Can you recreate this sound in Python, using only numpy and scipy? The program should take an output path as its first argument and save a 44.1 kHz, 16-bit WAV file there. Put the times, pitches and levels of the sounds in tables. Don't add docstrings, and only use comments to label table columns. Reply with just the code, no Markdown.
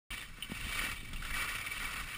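import sys
import numpy as np
from scipy import signal
from scipy.fft import rfft, irfft
from scipy.io import wavfile
from scipy.ndimage import uniform_filter1d

SR = 44100
rng = np.random.default_rng(int(sys.argv[2]) if len(sys.argv) > 2 else 0)


def linear_from_db(decibels):
    return 10 ** (np.asarray(decibels, float) / 20)


def store_pcm(level_fs):
    pcm = np.round(np.clip(level_fs, -1, 1) * 32767).astype(np.int16)
    wavfile.write(sys.argv[1], SR, np.atleast_2d(pcm).T)


N = 95741
TIME_S = np.arange(N) / SR


def evened(x):
    return x / np.sqrt(np.mean(x ** 2) + 1e-20)


def shaped(x, points):
    table_hz, table_db = np.transpose(points)
    hz = np.fft.rfftfreq(len(x), 1 / SR)
    gain_db = np.interp(np.log(hz + 1), np.log(table_hz), table_db, -60, -60)
    return evened(irfft(rfft(x) * linear_from_db(gain_db), len(x)))


def curve(table, axis=1):
    rows = np.array(table)
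    return np.interp(TIME_S, rows[:, 0], rows[:, axis])


def wobble(lo_hz, hi_hz):
    t = np.arange(0, N, 32) / SR
    rates_hz = np.geomspace(lo_hz, hi_hz, 30)
    sway = sum(np.sin(2 * np.pi * (hz * t + rng.random())) / np.sqrt(hz) for hz in rates_hz)
    return evened(np.interp(TIME_S, t, np.tanh(evened(sway) / 2)))


def resonate(x, hz, width_hz):
    return signal.lfilter(*signal.iirpeak(hz, hz / width_hz, SR), x)


def add(mix, start_s, sound):
    part = mix[round(start_s * SR):][:len(sound)]
    part += sound[:len(part)]


# (time_s, level_db, low_tilt_db per octave)
EDGE_LOAD = [(0.11, -42.5, -2.5), (0.2, -44.5, -7.5), (0.245, -49.5, -7), (0.33, -57.5, 6),
             (0.42, -50.5, -0.5), (0.53, -48, 0), (0.57, -45, -2), (0.7, -40.5, -5.5), (0.83, -35, 0),
             (0.92, -42, 2.5), (1.0, -51.5, -12), (1.12, -51.5, 1.5), (1.22, -49.5, -6), (1.38, -35, 2.5),
             (1.58, -41, 1), (1.75, -40.5, -2.5), (1.99, -40, 4), (2.08, -43.5, -1)]
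# (pitch_hz, width_hz, level_db)
HOUSING_RINGS = [(1161, 168, -11), (1498, 106, -2.5), (1838, 178.3, -6), (1942.7, 145, 0.5),
                 (2290, 47, 2.5), (2535, 126, -3), (2697.2, 84.3, -4.5), (3026, 118, -3.5),
                 (3390, 125, -13), (3562, 163, -8), (4450, 98, -22.5)]
# (pitch_hz, level_db per Hz)
SNOW_SPRAY = [(150, -22.5), (400, -7.5), (850, -9), (1200, -3), (2500, 2.5), (3800, -4), (5000, -5.5),
              (5800, -10)]
# (time_s, length_s, change_db)
EDGE_SKIPS = [
    (1.634, .012, -6),
    (1.694, .011, -6),
    (0.476, .012, -3),
    (2.048, .014, -4),
    (1.476, .011, -3),
    (1.326, .009, -4),
]
GRAINS_PER_S, GRAIN_SPREAD_DB = 6000, 2.


def scrape():
    draw = rng.random((N, 2))
    hits = draw[:, 0] < GRAINS_PER_S / SR
    sizes = linear_from_db(-GRAIN_SPREAD_DB * np.log(draw[:, 1] + .01))
    grains = rng.standard_normal(N) * (.4 + hits * sizes)
    chatter_db = 1.2 * wobble(22, 80)
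    grains = evened(grains * linear_from_db(chatter_db))
    tilt = curve(EDGE_LOAD, axis=2)
    rung = np.zeros(N)
    for k, (hz, width_hz, db) in enumerate(HOUSING_RINGS):
        clump_db = 1.5 * wobble(12, 50)
        ring = resonate(grains * linear_from_db(clump_db), hz, width_hz)
        rung += (-1) ** k * linear_from_db(db + tilt * np.log2(2160 / hz)) * ring
    skips_db = sum(db * np.exp(-((TIME_S - s) / length_s) ** 2) for s, length_s, db in EDGE_SKIPS)
    snow = evened(rung) + linear_from_db(-5) * shaped(grains, SNOW_SPRAY)
    return linear_from_db(curve(EDGE_LOAD) + skips_db) * evened(snow)


# (time_s, level_db)
WIND_GUSTS = [(0.11, -45), (0.15, -50), (0.24, -53.5), (0.44, -54), (0.65, -41.5), (0.77, -47.5),
              (0.9, -42), (1.02, -46), (1.2, -41), (1.29, -49.5), (1.32, -42.5), (1.73, -57), (1.78, -47.5),
              (2.03, -46), (2.12, -56), (2.17, -45.5)]
# (pitch_hz, level_db per Hz)
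BUFFET_COLOUR = [(12, -4), (26, 3), (60, -7), (130, -17), (300, -24), (450, -37.5), (900, -41)]
# (pitch_hz, level_db per Hz)
FLUTTER_COLOUR = [(90, 8.5), (130, 4), (280, -3), (380, -13), (900, -19)]


def wind():
    lumps_db = 1.5 * wobble(3.94, 30)
    rumble = shaped(rng.standard_normal(N), BUFFET_COLOUR)
    buffet = linear_from_db(curve(WIND_GUSTS)) * evened(rumble * linear_from_db(lumps_db))
    flutter_db = -58 + .35 * (curve(EDGE_LOAD) + 43) + 2.2 * wobble(8, 50)
    return buffet + linear_from_db(flutter_db) * shaped(rng.standard_normal(N), FLUTTER_COLOUR)


# (pitch_hz, level_db per Hz)
SLOPE_HISS = [(300, -14.5), (900, -22), (1300, -3), (3500, 0), (5800, -4)]


def far_slope():
    return linear_from_db(-64) * shaped(rng.standard_normal(N), SLOPE_HISS)


# (start_s, peak_db, pitch_hz, broad_crunch_db)
EDGE_BITES = [(.106, -31, 3087, -9), (.126, -29.5, 2360, -2), (.22, -31, 1860, -10), (.49, -39, 2810, -6),
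              (.511, -37, 2970, 7), (.546, -30, 2610, -8), (.566, -35, 2700, -12), (.608, -32, 2660, -8),
              (.72, -30.5, 2270, -1.5), (.782, -24.5, 2285, -8), (.848, -28, 2280, -6),
              (.91, -28.5, 2607, 5), (1.129, -33, 3460, 12), (1.158, -33.5, 2690, -5.5),
              (1.2185, -30.5, 1450, -3), (1.247, -29.5, 1460, 6), (1.303, -27, 1880, -5.5),
              (1.338, -32, 1920, 3), (1.412, -27, 2290, -3), (1.487, -26, 1845, 6), (1.547, -27, 2490, -2),
              (1.609, -27.5, 2290, -22), (1.66, -25, 2220, -20), (1.711, -30, 2197, -3.5),
              (1.82, -31.5, 1310, -3), (1.838, -29.5, 1270, 2.5), (1.995, -32, 1500, 0),
              (1.932, -33, 2280, 8), (2.066, -34.5, 2310, -15)]
BITE_RISE_S, BITE_FALL_S, BITE_WIDTH_HZ = 0.0059, .011, 210


def bites():
    out, t = np.zeros(N), np.arange(2600) / SR
    rise = np.sin(np.pi / 2 * np.minimum(t / BITE_RISE_S, 1)) ** 2
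    shape = rise * np.exp(-t / BITE_FALL_S)
    for start_s, peak_db, hz, broad_db in EDGE_BITES:
        noise = rng.standard_normal(len(t))
        pitched = evened(resonate(noise, hz, BITE_WIDTH_HZ))
        crunch = pitched + linear_from_db(broad_db - 4) * shaped(noise, SNOW_SPRAY)
        add(out, start_s, linear_from_db(peak_db - 5) * shape * evened(crunch))
    return out


# (start_s, peak_db)
POLE_TICKS = [
    (0.424, -29.5),
    (0.4312, -33.5),
    (0.445, -39.5),
]
# (pitch_hz, level_db, time to fade by 60 dB_s)
TICK_RINGS = [(2990, 2, .045), (2760, -6.5, 0.04), (2235, -7.5, 0.025), (3700, -13, .02)]


def pole_ticks():
    out, t = np.zeros(N), np.arange(4000) / SR
    rings = sum(linear_from_db(db - 60 * t / fade_s) * np.sin(2 * np.pi * hz * t) for hz, db, fade_s in TICK_RINGS)
    tick = rings * np.minimum(t / .001, 1)
    for start_s, peak_db in POLE_TICKS:
        add(out, start_s, linear_from_db(peak_db) * tick)
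    return out


# (start_s, peak_db, pitch_hz, snap_db)
HARNESS_KNOCKS = [(0.5185, -31, 195, -2), (0.497, -41, 230, -10), (0.668, -41, 150, -8),
                  (0.813, -38, 115, -12), (0.885, -41, 200, -8), (1.132, -39, 140, -14),
                  (1.595, -40, 90, -20), (.385, -50, 200, 2), (.838, -41, 270, -12), (1.03, -44, 220, -20)]
KNOCK_FADE_S, SNAP_S = .03, .0002


def harness_knocks():
    out, t = np.zeros(N), np.arange(4000) / SR
    snap = np.exp(-(t / SNAP_S - 3) ** 2)
    fade = linear_from_db(-60. * t / KNOCK_FADE_S) * np.minimum(t / .002, 1)
    for start_s, peak_db, hz, snap_db in HARNESS_KNOCKS:
        swing = -fade * np.sin(2 * np.pi * hz * (t - .0013))
        add(out, start_s, linear_from_db(peak_db) * (2 * swing + linear_from_db(snap_db + 2) * snap))
    return out


# (pitch_hz, width_hz, share removed)
HOUSING_DIPS = [(1620, 80, 0.37), (2433, 43, 0.985), (2930, 37, 0.37), (3365, 69, 0.37), (4272, 250, 0.58)]


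def housing_dips(near):
    for hz, width_hz, share in HOUSING_DIPS:
        near = near - np.clip(share, 0, 1) * resonate(near, hz, width_hz)
    return near


def scene():
    near = housing_dips(scrape() + bites())
    return (near + wind() + far_slope() + pole_ticks() + harness_knocks())[None]


START_S = 0.10515
HOLD_HZ = 12000


def held_samples(x):
    blocks = N // 147 + 2
    x = np.pad(x, (0, blocks * 147 - N))
    hz = np.fft.rfftfreq(len(x), 1 / SR)
    x = irfft(rfft(x) * np.clip((5925 + 150 - hz) / 150, .3, 1), len(x))
    slow = signal.resample(x, blocks * 147 * HOLD_HZ // SR)
    return signal.resample(np.repeat(slow, 4), len(x))


# (pitch_hz, limit_db)
SILENCE_LIMIT = [(4800, -46), (6000, -40.5), (7200, -48), (10300, -28), (12000, -41.5), (13200, -43),
                 (15000, -32), (15600, -16)]


def dropped(x):
    hz, t, z = signal.stft(x, SR, nperseg=1918)
    power = (abs(z) ** 2).reshape(80, 12, -1).mean(1)
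    band_db = np.repeat(10 * np.log10(power + 1e-20), 12, axis=0)
    loud_db = uniform_filter1d(band_db[(hz > 1000) & (hz < 3500)].mean(0), size=3) + 10
    scatter_db = 2. * np.repeat(rng.standard_normal((len(t), 80)).T, 12, axis=0)
    limit_db = np.repeat(np.interp(hz[6::12], *np.transpose(SILENCE_LIMIT), -200), 12)[:, None] + scatter_db
    kept = np.clip((band_db - loud_db - limit_db) / 2, 0, 1)
    return signal.istft(z * kept, SR, nperseg=1918)[1][:len(x)]


def roll_off(x):
    return signal.sosfilt(signal.butter(12, 16500, fs=SR, output="sos"), x)


def record(dry):
    heard = dry[0] * (np.arange(N) > START_S * SR)
    out = dropped(held_samples(heard))[:N]
    out = out * np.clip((TIME_S - START_S) / .002 + 1, 0, 1)
    return roll_off(out[None])


dry = scene()
out = record(dry)
store_pcm(out)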